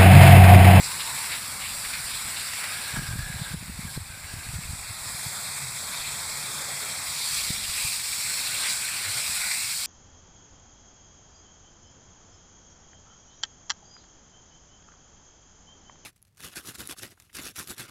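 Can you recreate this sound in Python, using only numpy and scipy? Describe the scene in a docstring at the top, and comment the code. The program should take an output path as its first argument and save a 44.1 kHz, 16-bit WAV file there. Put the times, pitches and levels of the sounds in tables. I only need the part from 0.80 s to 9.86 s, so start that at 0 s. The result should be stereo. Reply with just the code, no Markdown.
"""A hose jet sweeps over hot charred wood and flashes into hissing, spitting steam above a low boiling rumble.
A cavity in the char whistles faintly, and a dull drone comes and goes in the rumble.
Heard outdoors from a hand-held camera: wind buffets and thumps its two microphone ports, and its gain
control ducks after loud thumps. Each channel takes its own port minus a delayed share of the other,
which combs and widens the stereo."""
import sys
import numpy as np
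from scipy import signal
from scipy.fft import rfft, irfft, next_fast_len
from scipy.io import wavfile
from scipy.ndimage import uniform_filter1d

SR = 44100
rng = np.random.default_rng(int(sys.argv[2]) if len(sys.argv) > 2 else 0)


def pcm_store(signal):
    """Save signal as 16-bit PCM."""
    levels = np.round(np.clip(np.atleast_2d(signal), -1, 1) * 32767)
    wavfile.write(sys.argv[1], SR, levels.astype(np.int16).T)


N = 399546


def gain_of(db):
    """Decibels to a factor."""
    return 10 ** (np.asarray(db) / 20)


def unit_rms(x):
    """Scales to rms 1."""
    return x / np.sqrt(np.mean(abs(x) ** 2) + 1e-20)


def at_hz(table, hz):
    """Columns of a spectrum table at the given frequencies."""
    f, *columns = np.transpose(table)
    return np.array([np.interp(np.log(hz + 1), np.log(f + 1), c) for c in columns])


def at_time(table, t):
    """Columns of a curve table at the given times."""
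    s, *columns = np.transpose(table)
    return np.array([np.interp(t, s, c) for c in columns])


def coloured(spectrum):
    """Steady noise with the given spectrum, at rms 1."""
    size = next_fast_len(N)
    colour = gain_of(at_hz(spectrum, np.fft.rfftfreq(size, 1 / SR))[0])
    return unit_rms(irfft(rfft(rng.standard_normal(N), size) * colour, size)[:N])


def wander(samples):
    """Slow random drift at rms 1, smoothed twice over that many samples."""
    return unit_rms(uniform_filter1d(uniform_filter1d(rng.standard_normal(N), samples), samples))


def mottle(shape, bins, frames):
    """Random patches over frequency and time, at rms 1."""
    across = uniform_filter1d(rng.standard_normal(shape), bins, axis=0)
    return unit_rms(uniform_filter1d(across, frames, axis=1))


def spell(start, length, fade_s):
    """Fades in before the start, holds for the length, then fades out."""
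    t = np.arange(N) / SR
    return np.clip(np.minimum(t - start, start + length - t) / fade_s + 1, 0, 1) ** 2


def fuzzy_tone(spells, width_hz, fade_s, waver_hz):
    """Noise in a narrow, wavering resonance that sounds in spells."""
    pole = np.exp(-np.pi * width_hz / SR)
    noise = rng.standard_normal(N) + 1j * rng.standard_normal(N)
    narrow = unit_rms(signal.lfilter([1], np.convolve([1, -pole], [1, -pole]), noise))
    narrow *= np.exp(2j * np.pi * np.cumsum(waver_hz * wander(samples=3000)) / SR)
    envelope, phase, t = np.sqrt(2) * abs(narrow), np.angle(narrow), np.arange(N) / SR
    return sum(gain_of(db) * spell(s, length, fade_s) * envelope * np.cos(phase + 2 * np.pi * hz * t)
               for s, length, hz, db in spells)


def on_ports(sound, right):
    """Whole on the left port, scaled on the right; a negative share is in opposite phase."""
    return sound * np.array([[1], [right]])


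def add_centred(mix, s, sound):
    """Mixes a sound in, centred on a time."""
    start = max(round(s * SR) - sound.shape[1] // 2, 0)
    part = mix[:, start:start + sound.shape[1]]
    part += sound[:, :part.shape[1]]


# Three spots on the wood, as heard from the camera. Each row: frequency in Hz, left and right port
# spectrum in relative dB, likeness of the ports in phase, and their likeness a quarter cycle apart.
FIRST_SPOT = [(350, -6.5, -7, -0.91, -0.037), (597, -5, -8.5, -0.89, 0.37), (1230, -6, -11.5, -0.62, 0.31),
              (1880, -3.5, -5.5, -0.84, 0.51), (2630, -3.5, -9, -0.21, 0.22), (3000, -2.5, -6.5, -0.27, .2),
              (3930, -2.5, -7.5, -0.62, 0.22), (5300, -8.5, -9, -0.51, 0.54), (5750, -11, -8, -.4, 0.69),
              (6200, -15, -8.5, -0.41, 0.56), (8100, -5.5, -4.5, -0.41, -0.14),
              (10240, -9, -9, 0.088, 0.37), (11500, -11, -19, 0.092, 0.02), (13100, -14, -26, -0.03, 0.05),
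              (15400, -12, -31, -0.81, 0.09), (16100, -28, -20, 0.44, 0.03)]
SECOND_SPOT = [(350, -9.5, -11.5, -0.92, -0.42), (643, -3, -7, -0.98, 0.42),
               (1200, -8.5, -13, -0.74, -0.18), (1670, -5.5, -7.5, -0.94, 0.12),
               (2410, -1, -4.5, -0.71, 0.17), (3170, -10.5, -2.5, -0.86, -1.33),
               (4370, -9.5, -10.5, -0.55, -0.83), (5500, -10.5, -19, -0.34, -0.87),
               (8200, -12.5, -9, 0.011, -0.27), (10500, -13.5, -16, -0.04, 0.14),
               (11550, -16, -23, -0.056, -0.09), (13100, -19, -32, -0.05, -0.01),
               (15200, -19, -37, 0.21, 0.01), (16500, -21.5, -28, 0.71, -0.01)]
THIRD_SPOT = [(360, -12.5, -11, -0.86, -0.31), (594, -8, -10, -0.85, -0.053),
              (1150, -7.5, -10.5, -0.71, -0.47), (1810, -7.5, -8.5, -0.76, -0.25),
              (2150, -2.5, -6, -0.68, -0.39), (2400, -5.5, -9, 0.21, -0.1), (2940, -7, -9, 0.48, -0.68),
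              (3200, -5.5, -7.5, 0.48, -0.77), (3850, -10.5, -6, 0.39, -1.4), (4460, -8, -7.5, .3, -.35),
              (5370, -7.5, -11, 0.62, -0.08), (7900, -7, -3.5, 0.022, 0.18),
              (8600, -7.5, -1.5, -0.087, 0.32), (9700, -7.5, -6, 0.1, 0.36),
              (11500, -9, -14.5, 0.11, -0.03), (13000, -12, -24.7, -0.05, 0.08),
              (14600, -10.5, -31, -0.07, 0.01), (16100, -10, -27.1, -0.052, -0.08)]
# The jet's path over the wood. Each row: time in seconds, position from 0 (first spot) to 2 (third).
JET_PATH = [(0, 0.09), (2.0, 0.046), (5, 0.99), (6.1, 1.25), (6.5, 1.89), (9.06, 2.01)]


def spot_colour(hz, t):
    """Each spot colours the hiss its own way, and the sweeping jet blends one into the next."""
    aim = np.clip(at_time(JET_PATH, t)[0], 0, 2)
    weights = np.maximum(1 - abs(aim - np.arange(3)[:, None]), 0)
    spots = np.array([at_hz(spot, hz) for spot in (FIRST_SPOT, SECOND_SPOT, THIRD_SPOT)])
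    left_treble = (gain_of(spots[:, :1, hz > 3500]) ** 2).sum(2, keepdims=True) / len(hz)
    spots[:, :2] -= 10 * np.log10(left_treble)  # all spots equally loud in the left port's treble
    left_db, right_db, in_phase, quarter = np.einsum("kcf,kt->cft", spots, weights)
    likeness = in_phase + 1j * quarter
    likeness /= np.maximum(abs(likeness) / .99, 1)
    return left_db, right_db, likeness


# The jet on the char. Each row: time in seconds, hiss level in dB, boiling and splash boosts in dB.
JET_LEVELS = [(0.0, -30.5, -3, 1), (0.45, -29.5, 0, -1), (0.78, -32.5, -4.5, 3), (0.91, -30, -3, -2.5),
              (1.24, -31, -2, -0.5), (1.92, -31, 1.5, 1.5), (2.5, -34.5, 0, 4), (2.95, -35, -1.5, 3),
              (3.15, -32.5, -0.5, 0), (3.4, -32.5, -0.5, 4), (3.7, -31.5, -1, 0), (4.1, -32.5, -2.5, 0),
              (4.41, -30, -4.5, -2), (4.85, -32, -6.5, -1), (5.3, -31.5, -4.5, 1), (5.8, -31, -3.5, 2),
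              (6.23, -31.5, -3, 3), (6.58, -27.5, 2.5, -1), (6.82, -31.5, 2.5, 2), (7.06, -26.5, 3.5, -2),
              (7.2, -30, 0, -1.5), (7.4, -28, 0, -1.5), (7.75, -29, 5.5, 3.5), (7.85, -28.5, 6, 6.5),
              (7.92, -27.5, 0, -2.5), (8.13, -31, 5.5, 2.5), (8.38, -28.5, 2.5, 2), (8.7, -28, 3, -2.5),
              (8.9, -28.5, 1.5, -5.5), (9.06, -28.5, 1.5, -4.5)]
# Spurts: the jet hits a fresh hot patch and one region of the hiss swells. Each row: peak time in
# seconds, boost in dB (negative for a dip), centre in Hz, length in milliseconds.
HOT_PATCH_SPURTS = [(0.038, 6.5, 4700, 31), (0.28, 9, 980, 330), (.21, 9.5, 2850, 50),
                    (0.524, 11, 2700, 45), (0.835, 12, 2800, 79), (1.05, 6, 2400, 37), (1.14, 11, 2330, 33),
                    (1.32, 4.5, 3100, 79), (1.56, 5.5, 2900, 94), (1.84, 7, 2000, 51), (2.16, 8, 1060, 23),
                    (5.25, 8, 2700, 120), (5.82, 6, 494, 73), (5.899, 9, 440, 40), (6.04, 10, 440, 58),
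                    (5.7, 7, 330, 42), (7.84, 3, 1100, 99), (8.25, 6.5, 1840, 73), (8.63, 10.5, 2060, 140),
                    (8.63, 7, 790, 120), (8.715, 4, 1910, 8.4), (7.91, 7, 4100, 24), (5.85, 5.5, 3240, 820),
                    (5.1, 2.5, 3400, 180), (6.42, 3, 4040, 220), (7.03, 0, 2500, 110),
                    (4.9, 2.5, 2570, 500), (2.66, 3, 3400, 230), (12, 3, 3300, 220), (6.5, 2.5, 1800, 130),
                    (6.45, 2.5, 5600, 300), (7.86, 6, 2000, 51), (8.05, 4.5, 2000, 70), (3.1, -9, 1660, 50),
                    (9.3, 4, 630, 80)]


def jet_level_db(hz, t):
    """Level over frequency and time as the water boils, splashes, spurts and sputters."""
    def region(centre_hz, log_width):
        return np.exp(-.5 * (np.log((hz + 1) / centre_hz) / log_width) ** 2)[:, None]

    boiling, splash = region(2760, 0.26), region(360, 1)
    patches = mottle((len(hz), len(t)), bins=4, frames=45)
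    sputter = mottle((len(hz), len(t)), bins=9, frames=8)
    flicker = unit_rms(uniform_filter1d(rng.standard_normal(len(t)), size=6))  # drops land in bursts
    hiss_db, boil_db, splash_db = at_time(JET_LEVELS, t)
    level_db = hiss_db + boil_db * boiling + splash_db * splash
    s, db, centre_hz, ms = np.transpose(HOT_PATCH_SPURTS)[:, :, None]
    spurt_regions = region(centre_hz, 0.29 * (52 / ms) ** 0.59)[:, 0].T  # long swells are narrower
    reach_s = ms / 1000 * np.where(t < s, .55, 1.2)  # quick rise, slower fall
    swells_db = db * np.exp(-2 * ((t - s) / reach_s) ** 2)
    level_db += spurt_regions @ swells_db * (1 + 0.2 * flicker)  # landing drops break a spurt up
    level_db += (1.22 + 0.43 * boiling) * patches + 0.5 * flicker + 1.7 * region(3000, 0.7) * sputter
    return level_db - 24 * np.maximum(np.log2(300 / (hz + 1)), 0)[:, None]  # no hiss in the deep bass


def steam(crackle_per_s=900, crackle_db=-9):
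    """Water flashes to steam on the hot wood: a dense hiss with tiny random spits in it."""
    ticks = gain_of(4.3 * np.minimum(rng.exponential(1, (2, N)), 4))
    ticks *= rng.random((2, N)) < crackle_per_s / SR
    ticks *= rng.choice([-1., 1.], (2, N))
    hiss = rng.standard_normal((2, N)) + gain_of(crackle_db) * unit_rms(ticks)
    hz, t, (left, unrelated) = signal.stft(hiss, SR, nperseg=512, noverlap=384)
    left_db, right_db, likeness = spot_colour(hz, t)
    right = likeness * left + np.sqrt(1 - abs(likeness) ** 2) * unrelated
    ports = np.array([left * gain_of(left_db), right * gain_of(right_db)]) * gain_of(jet_level_db(hz, t))
    return signal.istft(ports, SR, nperseg=512, noverlap=384)[1][:, :N]


# The boiling's low end at the microphone. Each row: frequency in Hz, spectrum level in relative dB.
BOIL_SPECTRUM = [(15, -20), (40, -9.5), (85, 1.5), (108, -0.5), (138, 0.5), (168, -4.5), (200, -4.5),
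                 (280, -13.5), (420, -34), (800, -58)]
# Its slow rise and fall. Each row: time in seconds, level in dB.
BOIL_LEVELS = [(0, -31), (2, -33), (3.6, -32.5), (6, -33.5), (7, -36.5), (7.9, -34), (8.3, -34),
               (9.06, -39)]
RUMBLE_RIGHT = -0.59  # the rumble reaches the right port weaker and in opposite phase


def boiling_rumble():
    """Boiling water rumbles unevenly on both ports, with a little unrelated rumble on the right."""
    level_db = at_time(BOIL_LEVELS, np.arange(N) / SR)[0]
    rumble = coloured(BOIL_SPECTRUM) * gain_of(level_db + 2.5 * wander(samples=500))
    ports = on_ports(rumble, right=RUMBLE_RIGHT)
    ports[1] += 0.19 * coloured(BOIL_SPECTRUM) * gain_of(level_db)
    return ports


# Wind right on the microphone. Each row: frequency in Hz, spectrum level in relative dB.
WIND_SPECTRUM = [(15, -20), (40, 7), (80, 5), (140, -2.5), (200, -8.5), (300, -20.5), (500, -39),
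                 (900, -34)]
# Gusts on the left port. Each row: start in seconds, length in seconds, level in dB.
WIND_GUSTS = [(0, 0.21, -44), (.85, 0.62, -43), (2.18, 0.69, -33.5), (2.29, 0.15, -33), (2.9, 0.58, -30.5),
              (3.56, 0.43, -30), (4.046, 0.28, -38), (5.2, 0.32, -53), (6.548, 0.51, -41), (7.6, 0.17, -48)]


def wind(breeze_db=-53.5):
    """A light breeze and stronger gusts buffet the left port."""
    gusts = sum(gain_of(db) * spell(s, length, fade_s=0.091) for s, length, db in WIND_GUSTS)
    buffeting = coloured(WIND_SPECTRUM) * gain_of(4.5 * wander(samples=350))
    return on_ports(buffeting * (gain_of(breeze_db) + gusts), right=0)


# Eddies striking the microphone. Each row: centre time in seconds, left port envelope peak in dB,
# length in milliseconds, snap from 0 (soft) to 1 (abrupt), swing in Hz.
EDDY_THUMPS = [(.081, -26.5, 6, 0.1, 90), (2.143, -13, 4.9, 0.16, 110), (2.172, -16, 5.8, 0.22, 180),
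               (2.194, -9.5, 8.2, 0.24, 140), (2.222, -22, 4, 0.15, 220), (2.238, -18, 6.5, 0.06, 120),
               (2.291, -10.5, 5.9, 0.1, 95), (2.314, -10.5, 6.9, 0.1, 95), (2.338, -10, 11, 0.3, 98),
               (2.358, -11, 4.6, 0.2, 125), (2.385, -17, 8, 0, 110), (2.406, -14, 8.1, 0, 130),
               (2.43, -15, 12, 0, 60), (2.471, -18, 5.7, 0, 121), (2.503, -12.5, 7, 0, 144),
               (2.545, -15, 4.9, 0, 145), (2.562, -12, 9.6, 0.06, 95), (2.598, -20, 5.5, 0.03, 150),
               (2.62, -7.5, 6.8, 0.05, 133), (2.715, -15, 7, 0, 110), (2.745, -5.5, 8.9, 0.24, 147),
               (2.777, -12, 9.2, 0.1, 75), (2.815, -17, 7, 0, 110), (2.828, -17, 5, 0.2, 170),
               (2.86, -21, 6, .1, 130), (2.884, -15, 5, .1, 120), (2.898, -15, 7, 0.15, 190),
               (2.95, -21, 12, 0, 100), (2.994, -9, 5, 0.1, 153), (3.033, -21, 5, .1, 150),
               (3.054, -11, 4.1, 0.1, 120), (3.069, -16.5, 8, 0, 80), (3.125, -23, 6, 0, 110),
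               (3.177, -2, 9.5, 0.6, 109), (3.218, -7.5, 17, 0, 90), (3.268, -18, 7, 0, 90),
               (3.338, -17, 7, 0, 90), (3.45, -14, 9.1, 0, 70), (3.54, -16, 5.8, 0.26, 130),
               (3.572, -16, 8, 0.1, 120), (3.666, -16.5, 7.4, 0.3, 80), (3.695, -11, 10, .1, 110),
               (3.738, -12, 5.2, 0.3, 100), (3.765, -7.5, 10.4, 0.04, 84), (3.79, -10, 7.6, 0.12, 140),
               (3.935, -10, 5.5, 0.18, 100), (4.11, -15, 12, 0.2, 97), (4.271, -18, 7.6, 0.1, 89.5),
               (4.35, -21, 6.5, 0.1, 100), (4.468, -15.5, 6.9, 0.14, 108), (6.706, -8.5, 3.7, 0.22, 113),
               (7.053, -15.5, 6.9, 0.15, 95), (8.287, -16, 25, 0.1, 97), (8.369, -25, 19, 0.1, 120)]


def wind_thumps():
    """Each eddy shoves the membrane, more or less abruptly, either way, and it swings a few times."""
    out, t = np.zeros((2, N)), (np.arange(4000) - 2000) / SR
    for (s, db, ms, snap, hz), phase in zip(EDDY_THUMPS, rng.random(len(EDDY_THUMPS))):
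        reach_s = ms / 1000 * np.where(t < 0, 1 - .8 * snap, 1 + .4 * snap)
        turns = phase + hz * (t + snap * 0.0021 * np.tanh(t / 0.0006))  # quicker around the snap
        thump = gain_of(db) * np.exp(-1.3 * (t / reach_s) ** 2) * np.cos(2 * np.pi * turns)
        add_centred(out, s, on_ports(thump, right=-ms / 42.5))  # longer ones push the right port more
    return out


# Sharp spits off the wood. Each row: centre time in seconds, level in dB, pitch in Hz.
STEAM_SPITS = [(0.119, -20, 2590), (0.207, -20, 3020), (0.443, -17.5, 3000), (1.139, -20, 2820),
               (1.737, -17, 2780), (1.842, -13, 2200), (5.498, -28, 3950), (6.219, -22, 3000),
               (7.08, -25, 3020), (7.87, -26, 7950), (7.94, -28, 7900), (8.05, -20, 9200),
               (8.093, -24, 9100), (8.721, -26, 2500)]


def spits(decay_s=.002):
    """Steam spits in short noisy pops, each around one pitch."""
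    out, t = np.zeros((2, N)), (np.arange(600) - 300) / SR
    for s, db, hz in STEAM_SPITS:
        band = signal.butter(1, [hz * .7, hz * 1.4], "band", fs=SR, output="sos")
        noise = unit_rms(signal.sosfilt(band, rng.standard_normal(len(t))))
        pop = gain_of(db) * noise * np.exp(-abs(t) / decay_s)
        add_centred(out, s, on_ports(pop, right=-.45))
    return out


# Whistles from the char, mostly on the left port.
# Each row: start in seconds, length in seconds, pitch in Hz, level in dB.
CAVITY_WHISTLES = [(1.85, 0.31, 1640, -39.5), (2.15, 0.37, 1658, -37), (2.53, .22, 1648, -37.5),
                   (3.08, 0.1, 1606, -42), (3.3, 0.36, 1600, -39), (7.5, 0.89, 1520, -43),
                   (8.57, 0.12, 1517, -40)]


def cavity_whistle():
    """A cavity in the char whistles faintly, breathy and unsteady."""
    tone = fuzzy_tone(CAVITY_WHISTLES, width_hz=150, fade_s=0.035, waver_hz=35)
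    return on_ports(tone * gain_of(2.3 * wander(samples=300)), right=-.2)


# Low tones under the hiss. Each row: start in seconds, length in seconds, pitch in Hz, level in dB.
DRONE_SPELLS = [(4.76, 0.21, 135.4, -26.5), (4.85, 0.23, 85, -35), (5.2, 0.2, 137.4, -34.5),
                (5.52, 0.46, 140.1, -31), (6.1, 0.44, 141.6, -37)]


def drone():
    """A dull drone comes and goes in the boiling rumble."""
    return on_ports(fuzzy_tone(DRONE_SPELLS, width_hz=16.4, fade_s=.08, waver_hz=1.4), right=RUMBLE_RIGHT)


def scene():
    """Everything that reaches the two microphone ports in the open air."""
    from_wood = steam() + spits() + cavity_whistle() + boiling_rumble() + drone()
    return from_wood + wind() + wind_thumps()


# The camera's stereo widening. Each row: frequency in Hz, share of the right port taken from the left
# channel, share of the left port taken from the right channel, delay in samples.
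STEREO_WIDENING = [(100, 0.45, 0.51, 14.1), (3040, 0.8, 0.54, 14.38), (4600, 0.69, 0.44, 14.17),
                   (8000, 0.67, 0.31, 13.8), (8600, 0.6, .3, 13.7), (9150, 0.26, 0.26, 13.8),
                   (11200, .01, .1, 15.3), (13800, .01, 0.2, 15.5), (15500, .01, 0.092, 19)]
DUCK_ABOVE_DB, RECOVERY_DB_PER_S, TREBLE_LIMIT_HZ = -16.5, 7, 15490


def record(dry):
    """The camera cross-subtracts its ports, ducks after loud peaks and cuts the highest treble."""
    size = next_fast_len(N)
    hz = np.fft.rfftfreq(size, 1 / SR)
    to_left, to_right, delay = at_hz(STEREO_WIDENING, hz)
    late = np.exp(-2j * np.pi * hz * delay / SR)
    left, right = rfft(dry, size)
    wide = irfft([left - to_left * late * right, right - to_right * late * left], size)[:, :N]
    power_db = 10 * np.log10(abs(uniform_filter1d((wide ** 2).mean(0), size=500)) + 1e-12)
    fall_db = np.arange(N) * RECOVERY_DB_PER_S / SR
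    held_db = np.maximum.accumulate(power_db + fall_db) - fall_db  # jumps to a peak, then sinks steadily
    over_db = np.maximum(held_db - DUCK_ABOVE_DB, 0)
    ducked = wide / gain_of(uniform_filter1d(over_db, size=300))
    lowpass = signal.firwin(3001, TREBLE_LIMIT_HZ, window=("kaiser", 10), fs=SR)
    return signal.oaconvolve(ducked, lowpass[None], "same")


dry = scene()
out = record(dry)
pcm_store(out)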